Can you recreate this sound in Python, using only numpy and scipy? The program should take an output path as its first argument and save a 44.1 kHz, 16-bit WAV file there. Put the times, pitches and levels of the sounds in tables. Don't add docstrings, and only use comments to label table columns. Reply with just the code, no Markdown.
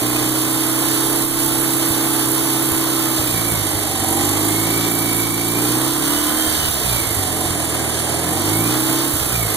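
import sys
import numpy as np
from scipy import signal
from scipy.fft import rfft, irfft, next_fast_len
from scipy.io import wavfile
from scipy.ndimage import uniform_filter1d, map_coordinates

SR = 44100
rng = np.random.default_rng(int(sys.argv[2]) if len(sys.argv) > 2 else 0)


def store_wav(level_fs):
    pcm = np.round(np.clip(np.atleast_2d(level_fs), -1, 1) * 32767)
    wavfile.write(sys.argv[1], SR, pcm.T.astype(np.int16))


N = 421596


def amp(db):
    return 10 ** (np.asarray(db) / 20)


def unit(x):
    return x / np.sqrt(np.mean(x ** 2) + 1e-20)


def along(points, hz):
    f, v = np.transpose(points)
    return np.interp(np.log(hz + 1), np.log(f + 1), v)


def curves(rows):
    s, *cols = np.transpose(rows)
    return [np.interp(np.arange(N) / SR, s, c) for c in cols]


def wobble(rate_hz, order=12):
    knots = rng.standard_normal(int(N * rate_hz / SR) + 4)
    grid = np.arange((len(knots) - 1) * order) / order
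    return np.interp(np.arange(N) * rate_hz / SR, grid, map_coordinates(knots, [grid]))


def gate(start_s, end_s, rise_s, fall_s):
    t = np.arange(N) / SR
    return np.clip(np.minimum((t - start_s) / rise_s, (end_s - t) / fall_s) + .5, 0, 1)


def filtered(x, response):
    m = next_fast_len(N + SR // 2)
    return irfft(rfft(x, m) * response(np.fft.rfftfreq(m, 1 / SR)), m)[..., :N]


def resonance(hz, centre_hz, width_hz):
    return 1j * hz * width_hz / (centre_hz ** 2 - hz ** 2 + 1j * hz * width_hz)


def duct(x, colour, size=16384):
    cepstrum = irfft(np.log(amp(along(colour, np.fft.rfftfreq(size, 1 / SR)))))
    cepstrum[1:size // 2] *= 2
    cepstrum[size // 2 + 1:] = 0
    impulse_response = irfft(np.exp(rfft(cepstrum)))[:size // 2]
    return signal.fftconvolve(x, impulse_response)[:N]


def steady(x, size=3000):
    power = uniform_filter1d(uniform_filter1d(x ** 2, size), size)
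    return x / np.sqrt(np.abs(power) + 1e-14)


def from_right(x, lag_s):
    return filtered(x, lambda hz: np.exp(1j * np.pi * lag_s * np.outer([-1, 1], hz)))


# (frequency [Hz], correlation [-1 to 1])
PORT_CORRELATION = [(30, -0.5), (70, 0), (300, 0.5), (1000, 0.64), (1700, -0.5), (2300, -0.65),
                    (3200, -0.5), (5200, -0.2), (6500, 0), (9000, 0.2), (15000, 0.2)]


def rush(colour, pair=None):
    def response(hz):
        turn = np.arccos(np.clip(along(PORT_CORRELATION, hz), -1, 1)) / 2
        return amp(along(colour, hz)) * [np.cos(turn), np.sin(turn)]
    noises = rng.standard_normal((2, N)) if pair is None else pair
    mid, side = filtered(noises, response)
    return unit(np.array([mid + side, mid - side]))


# (time [s], speed [turns/s])
SHAFT_SPEED = [(0, 30.1), (.3, 31.4), (.6, 32.2), (1.3, 33), (1.8, 32.9), (2, 32.55), (3.12, 32.55),
               (3.3, 30.2), (3.39, 27.8), (3.5, 28.8), (3.62, 25.2), (3.8, 25.1), (3.95, 23.2),
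               (4.08, 23.1), (4.3, 25.1), (4.68, 28), (4.88, 28.6), (5.1, 28.15), (5.45, 28.3), (5.7, 30.4),
               (6.15, 37), (6.42, 39.5), (6.58, 38.5), (6.7, 35.8), (6.92, 29.3), (7.1, 26.6), (7.2, 23.3),
               (7.3, 21.5), (7.4, 23.1), (7.52, 20.6), (7.7, 20.6), (7.8, 19.8), (8.1, 20.2), (8.27, 21.5),
               (8.75, 31.3), (9.11, 34.1), (9.3, 30.8), (9.5, 25.9), (9.56, 25.6)]
# (start [s], end [s], closure [0-1])
THROTTLE_LIFTS = [(3.154, 4.004, 0.32), (6.527, 7.32, 1), (9.14, 9.7, 0.93)]
# (start [s], end [s], exhaust gain [dB])
SURGES = [(3.33, 3.415, 3), (3.52, 3.63, 5), (3.75, 3.825, 0.5), (6.85, 6.98, 6.5), (7.17, 7.29, 2.5),
          (9.325, 9.477, 8)]
FLYWHEEL_S = .07
FULL_PULL_TURNS_S2 = 19
CLOSE_S, OPEN_S = .12, .3
SURGE_EDGE_S = 0.0067
LUG_TURNS_S = 39
CALM_SCATTER, SHUT_SCATTER, LUG_SCATTER = .07, .55, .018
SURGE_STEADIES = .75


def drive():
    speed = uniform_filter1d(curves(SHAFT_SPEED)[0], int(FLYWHEEL_S * SR), mode="nearest")
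    shut = sum(depth * gate(start, end, CLOSE_S, OPEN_S) for start, end, depth in THROTTLE_LIFTS)
    acceleration = np.gradient(speed) * SR
    pull = np.clip(acceleration / FULL_PULL_TURNS_S2, 0, 1) * np.clip(1 - 2 * shut, 0, 1)
    catching = sum(gate(start, end, SURGE_EDGE_S, SURGE_EDGE_S) for start, end, _ in SURGES)
    lugging = np.maximum(LUG_TURNS_S - speed, 0) * (1 - pull)
    stumble = CALM_SCATTER + SHUT_SCATTER * shut + LUG_SCATTER * lugging
    stumble = stumble * (1 - SURGE_STEADIES * catching)
    return dict(speed=speed, turns=np.cumsum(speed) / SR, pull=pull, shut=shut, stumble=stumble)


IDLE_TURNS_S = 32.5


def level(engine, idle_db, octave_db=0, pull_db=0, shut_db=0):
    octaves = np.log2(engine["speed"] / IDLE_TURNS_S)
    return idle_db + octave_db * octaves + pull_db * engine["pull"] + shut_db * engine["shut"]


def throb(turns, once, twice):
    return 1 + once * np.cos(2 * np.pi * turns) + twice * np.cos(2 * np.pi * 2 * turns)


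def firings(engine, imbalance, scatter, jitter_s, skew_s=0):
    at = np.flatnonzero(np.diff(np.floor(2 * engine["turns"])))
    chance = rng.standard_normal((len(at), 2))
    rough = engine["stumble"][at]
    rotor = (-1) ** np.arange(len(at))
    strength = 1 + np.broadcast_to(imbalance, N)[at] * rotor + scatter * rough * chance[:, 0]
    late_s = jitter_s * rough * chance[:, 1] - skew_s * rotor
    return np.bincount(np.clip(at + late_s * SR, 0, N - 1).astype(int), strength, N)


# (frequency [Hz], relative level [dB])
EXHAUST_COLOUR = [(20, -37), (35, -28), (56, -10), (65, -19), (78, -0.5), (95, -1.5), (113, 3), (133, -1.5),
                  (152, -8.5), (172, 1.5), (200, -22), (235, -3), (400, -65)]
# (frequency [Hz], relative level [dB])
OVERRUN_COLOUR = [(20, -27), (38, -21), (55, -5), (75, -5), (105, 5), (130, -5.5), (170, -7), (220, -16),
                  (400, -43)]
# (frequency [Hz], relative level [dB])
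INTAKE_COLOUR = [(120, -59), (195, -21.5), (228, -8), (262, -1.5), (292, 8.5), (325, 9.5), (342, 4.5),
                 (362, -11.5), (420, -11.5), (520, -13), (800, -35), (1500, -73)]
# (shaft speed [turns/s], level [dB])
EXHAUST_TUNING = [(20, -30.5), (24, -32), (28, -28), (32.5, -33), (37, -39), (40, -41)]
# (shaft speed [turns/s], level [dB])
INTAKE_TUNING = [(20, -29.5), (23, -27), (26.5, -23), (28.3, -24.5), (31, -23), (33, -23), (36, -24),
                 (40, -24.5)]
EXHAUST_PULL_DB, OVERRUN_DB = 4.5, -32
LUMP_DB = 1
SURGE_STEALS = 2.4
ROTOR_IMBALANCE, PULL_IMBALANCE = 0.13, 0.042
RUNNER_SKEW_S = 0.00027


def combustion(engine):
    surge_db = sum(db * gate(start, end, SURGE_EDGE_S, SURGE_EDGE_S) for start, end, db in SURGES)
    speed, pull = engine["speed"], engine["pull"]
    shut = np.clip(engine["shut"], 0, 1)

    def lumps_db():
        return LUMP_DB * shut * wobble(22)

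    open_db = np.interp(speed, *np.transpose(EXHAUST_TUNING)) + EXHAUST_PULL_DB * pull
    exhaust_db = (1 - shut) * open_db + shut * OVERRUN_DB + surge_db
    blows = firings(engine, imbalance=.09, scatter=.5, jitter_s=.0005)
    boom = steady(duct(blows * (1 - shut), EXHAUST_COLOUR) + duct(blows * shut, OVERRUN_COLOUR))

    intake_db = np.interp(speed, *np.transpose(INTAKE_TUNING)) - SURGE_STEALS * surge_db
    intake_db = intake_db + level(engine, idle_db=-0.5, pull_db=1, shut_db=-10.0)
    imbalance = ROTOR_IMBALANCE + PULL_IMBALANCE * pull
    gulps = firings(engine, imbalance, scatter=.6, jitter_s=.0005, skew_s=RUNNER_SKEW_S)
    drone = steady(duct(gulps, INTAKE_COLOUR))
    both = amp(exhaust_db + lumps_db()) * boom + amp(intake_db + lumps_db()) * drone
    return from_right(both, lag_s=0.00028)


# (frequency [Hz], relative level [dB])
HOUSING_COLOUR = [(350, -26), (460, 1), (560, -6), (720, -19), (900, -2.5), (1050, 14), (1250, -10),
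                  (1500, -6), (1750, -5), (2300, -21), (3000, -25)]


def housing(engine):
    knocks = firings(engine, imbalance=.3, scatter=1, jitter_s=.0004)
    rasp_db = level(engine, idle_db=-37.0, octave_db=2, pull_db=3.0, shut_db=-6.0)
    return from_right(amp(rasp_db) * steady(duct(knocks, HOUSING_COLOUR)), lag_s=.00028)


# (frequency [Hz], relative level [dB])
CLATTER_COLOUR = [(25, -8), (60, -14), (120, 1.5), (200, -1), (310, 2.5), (440, 2), (520, -5), (620, -0.5),
                  (720, 0), (880, -4), (1080, -1.5), (1550, -2.5), (2000, -2.5), (6000, -22.5)]


def machinery(turns, count=46):
    orders = np.arange(12, count)
    phases = rng.uniform(0, 2 * np.pi, len(orders))
    angle = 2 * np.pi * (turns % 1)
    drift = rng.normal(1, 1.0, (len(orders), 60))
    moment = np.linspace(0, drift.shape[1] - 1, N)
    comb = np.zeros(N)
    for order, phase, knots in zip(orders, phases, drift):
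        comb += np.interp(moment, np.arange(len(knots)), knots) * np.sin(order * angle + phase)
    return unit(filtered(comb, lambda hz: amp(along(CLATTER_COLOUR, hz))))


# (multiple of shaft speed [-], relative level [dB])
SPIN_GRAIN = [(200, 1), (365, 1.3), (385, -1), (430, 1.5), (535, -1.5), (595, -6), (655, -6.3), (780, -11),
              (810, -60)]


def spun(turns, size=2048):
    m = next_fast_len(int(turns[-1] + 2) * size)
    colour = amp(along(SPIN_GRAIN, np.fft.rfftfreq(m, 1 / size)))
    grains = irfft(rfft(rng.standard_normal((2, m))) * colour, m)
    return np.array([map_coordinates(grain, [turns * size]) for grain in grains])


# (frequency [Hz], relative level [dB])
AIR_COLOUR = [(800, -6.5), (1800, 0), (2400, -5.5), (3700, 7.5), (4800, 1), (6300, -0.5), (7500, -7),
              (8200, -11.5), (9300, -3.5), (11000, -23), (15000, -24)]
# (frequency [Hz], relative level [dB])
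HISS_COLOUR = [(5500, -24), (6900, -1), (7300, -1), (7750, -2.5), (8450, -2.5), (9350, 6), (9600, 0),
               (9850, 3.5), (10900, 1), (11350, -0.5), (11850, 4), (13200, -0.5), (15300, -1)]


def bay(engine):
    turns = engine["turns"]
    clatter_db = level(engine, idle_db=-26.5, octave_db=-1.0, pull_db=0.8, shut_db=0.0)
    locked_db = clatter_db + level(engine, idle_db=-7.0, pull_db=3.0, shut_db=-0.5)
    air_db = level(engine, idle_db=-24.0, octave_db=3.5, pull_db=1.0, shut_db=0.5)
    hiss_db = level(engine, idle_db=-24.0, octave_db=2.0, pull_db=-0.5, shut_db=-0.5)
    clatter = amp(clatter_db + 1.1 * wobble(25)) * throb(turns, once=.08, twice=.15) * rush(CLATTER_COLOUR)
    locked = amp(locked_db) * machinery(turns)
    air = amp(air_db + 1.05 * wobble(18)) * throb(turns, once=0.058, twice=0.015) * rush(AIR_COLOUR)
    hiss = rush(HISS_COLOUR, spun(turns))
    hiss = amp(hiss_db + 0.58 * wobble(19)) * throb(turns, once=.12, twice=0.24) * hiss
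    return clatter + locked + air + from_right(hiss, lag_s=0.0002776)


# (centre [Hz], width [Hz], relative level [dB])
WHISTLE_MODES = [(8620, 77, 16), (8820, 54, 11.5)]


def whistle(engine):
    def modes(hz):
        return sum(amp(db) * resonance(hz, centre, width) for centre, width, db in WHISTLE_MODES)
    tone = unit(filtered(rng.standard_normal((2, N)), modes))
    whistle_db = level(engine, idle_db=-34.5, octave_db=3, pull_db=2.5)
    return amp(whistle_db) * throb(engine["turns"], once=0.04, twice=0.033) * tone


# (whine frequency [Hz], level [dB])
ALTERNATOR_MODES = [(1900, -40), (2100, -36), (2250, -30), (2360, -28), (2460, -33), (2600, -39),
                    (2750, -36), (2950, -31.5)]
GEAR_ORDERS = [26.7, 34, 36.3, 39.9, 44.6, 48.1, 53.4]
GEAR_DB = [-37.5, -47, -39.5, -44, -42.5, -43.5, -43.5]


def accessories(engine):
    alternator_order, pump_order = 80.25, 33.2
    turns = engine["turns"]
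    slip_rad = (.55 + .9 * engine["stumble"]) * wobble(90)
    flutter = amp(2.8 * wobble(45)) * throb(turns, once=.2, twice=.35)
    angle = 2 * np.pi * alternator_order * turns + np.array([[0], [1.9]])
    alternator_db = along(ALTERNATOR_MODES, alternator_order * engine["speed"])
    alternator = amp(alternator_db) * flutter * np.sin(angle + slip_rad)

    gears = np.zeros(N)
    for order, db in zip(GEAR_ORDERS, GEAR_DB):
        gears += amp(db + 2.5 * wobble(6)) * np.sin(2 * np.pi * order * turns + wobble(45))
    gears_db = level(engine, idle_db=-1.5, octave_db=5.0, shut_db=-4.5)

    rasp = throb(turns, once=.6, twice=.25) * np.sin(2 * np.pi * pump_order * turns + .7 * wobble(60))
    bracket = filtered(rasp, lambda hz: resonance(hz, centre_hz=770, width_hz=150) ** 2)
    bracket_db = level(engine, idle_db=-29.5, pull_db=-1.0, shut_db=-6.0)
    return alternator + amp(gears_db) * gears + amp(bracket_db) * bracket


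# (frequency [Hz], relative level [dB])
RUMBLE_COLOUR = [(15, 0), (35, -3), (70, -5), (200, -49)]


def rumble():
    return amp(-46 + 3.4 * wobble(2.8)) * rush(RUMBLE_COLOUR)


# (start [s], end [s], gain [dB])
SWELLS = [(-.1, 0.117, -0.5), (1.244, 1.378, -2), (3.83, 4.006, -0.5), (4.07, 4.322, 1.5),
          (5.23, 5.56, -1.5), (5.89, 6.03, -1.5), (6.703, 6.838, -1), (8.255, 8.456, -1)]


def swell():
    edge_s = 0.024
    return amp(sum(db * gate(start, end, edge_s, edge_s) for start, end, db in SWELLS))


BEARING_ORDERS = [301, 309, 340, 388, 430, 456]
BEARING_DB = [-35, -32, -33, -36, -36, -49]


def bearings(engine):
    bands = np.zeros(N)
    for order, db in zip(BEARING_ORDERS, BEARING_DB):
        bands += amp(db) * wobble(400) * np.sin(2 * np.pi * order * engine["turns"])
    return bands * gate(start_s=0.44, end_s=2.8, rise_s=.8, fall_s=.5)


# (start [s], end [s], centre [Hz], width [Hz], level [dB])
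HELD_NOTES = [(.75, 1.9, 7970, 36, -35), (4.08, 4.65, 7210, 170, -35), (5.6, 6.65, 8840, 54, -34.5)]


def held_notes():
    def note(centre_hz, width_hz):
        return unit(filtered(rng.standard_normal(N), lambda hz: resonance(hz, centre_hz, width_hz)))
    return sum(amp(db) * gate(start, end, rise_s=0.12, fall_s=.15) * note(centre, width)
               for start, end, centre, width, db in HELD_NOTES)


# (time [s], kick level [dB])
POPS = [(1.908, -18), (2.719, -19), (2.769, -31), (3.196, -17), (3.345, -20), (3.52, -22), (3.753, -18),
        (4.006, -20), (6.477, -19), (6.518, -27), (6.579, -25), (6.635, -23), (6.689, -21), (6.97, -28),
        (7.023, -21), (7.077, -21.5), (7.116, -21), (7.176, -18), (7.197, -17), (7.332, -26), (7.464, -19),
        (7.511, -17), (9.142, -18), (9.173, -32), (9.219, -20), (9.251, -30)]


def misfires(engine):
    ports = np.flatnonzero(np.diff(np.floor(2 * engine["turns"])))
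    kicks = np.zeros(N)
    for s, db in POPS:
        kicks[ports[np.argmin(np.abs(ports - s * SR))]] = amp(db)
    thump = duct(kicks, [(20, -3), (55, 3), (100, 13.0), (170, -14), (320, 0), (900, -62)])
    return thump * kicks.max() / np.abs(thump).max()


def scene():
    engine = drive()
    firing = combustion(engine) + housing(engine)
    treble = from_right(whistle(engine) + held_notes() + bearings(engine), lag_s=0.000323)
    running = firing + bay(engine) + treble + accessories(engine)
    return swell() * running + misfires(engine) + rumble()


# (frequency [Hz], left minus right [dB])
PORT_LEAN = [(100, -0.5), (330, -0.5), (650, -4.5), (1300, -3), (2600, -1), (4000, -3), (5200, -1.5),
             (7000, -5), (8700, -8.5), (10000, -11.5), (15000, -10.5)]
# (centre [Hz], width [Hz], depth [dB])
MID_DIPS = [(2609, 216, 47.5), (2730, 330, 1.5), (5172, 395, 17)]
# (centre [Hz], width [Hz], depth [dB])
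SIDE_DIPS = [(1420, 490, 13.8), (3895, 430, 30), (6140, 340, 6.9)]
DIP_STEEPNESS = 3
TOP_HZ = 15550


def record(dry):
    def dips(rows, hz):
        return amp(-sum(db * np.exp(-np.abs((hz - centre) / width) ** DIP_STEEPNESS)
                        for centre, width, db in rows))
    left, right = filtered(dry, lambda hz: amp(np.outer([.5, -.5], along(PORT_LEAN, hz))))
    mid = filtered((left + right) / 2, lambda hz: dips(MID_DIPS, hz))
    side = filtered((left - right) / 2, lambda hz: dips(SIDE_DIPS, hz))
    return filtered(np.array([mid + side, mid - side]), lambda hz: hz < TOP_HZ)


dry = scene()
out = record(dry)
store_wav(out)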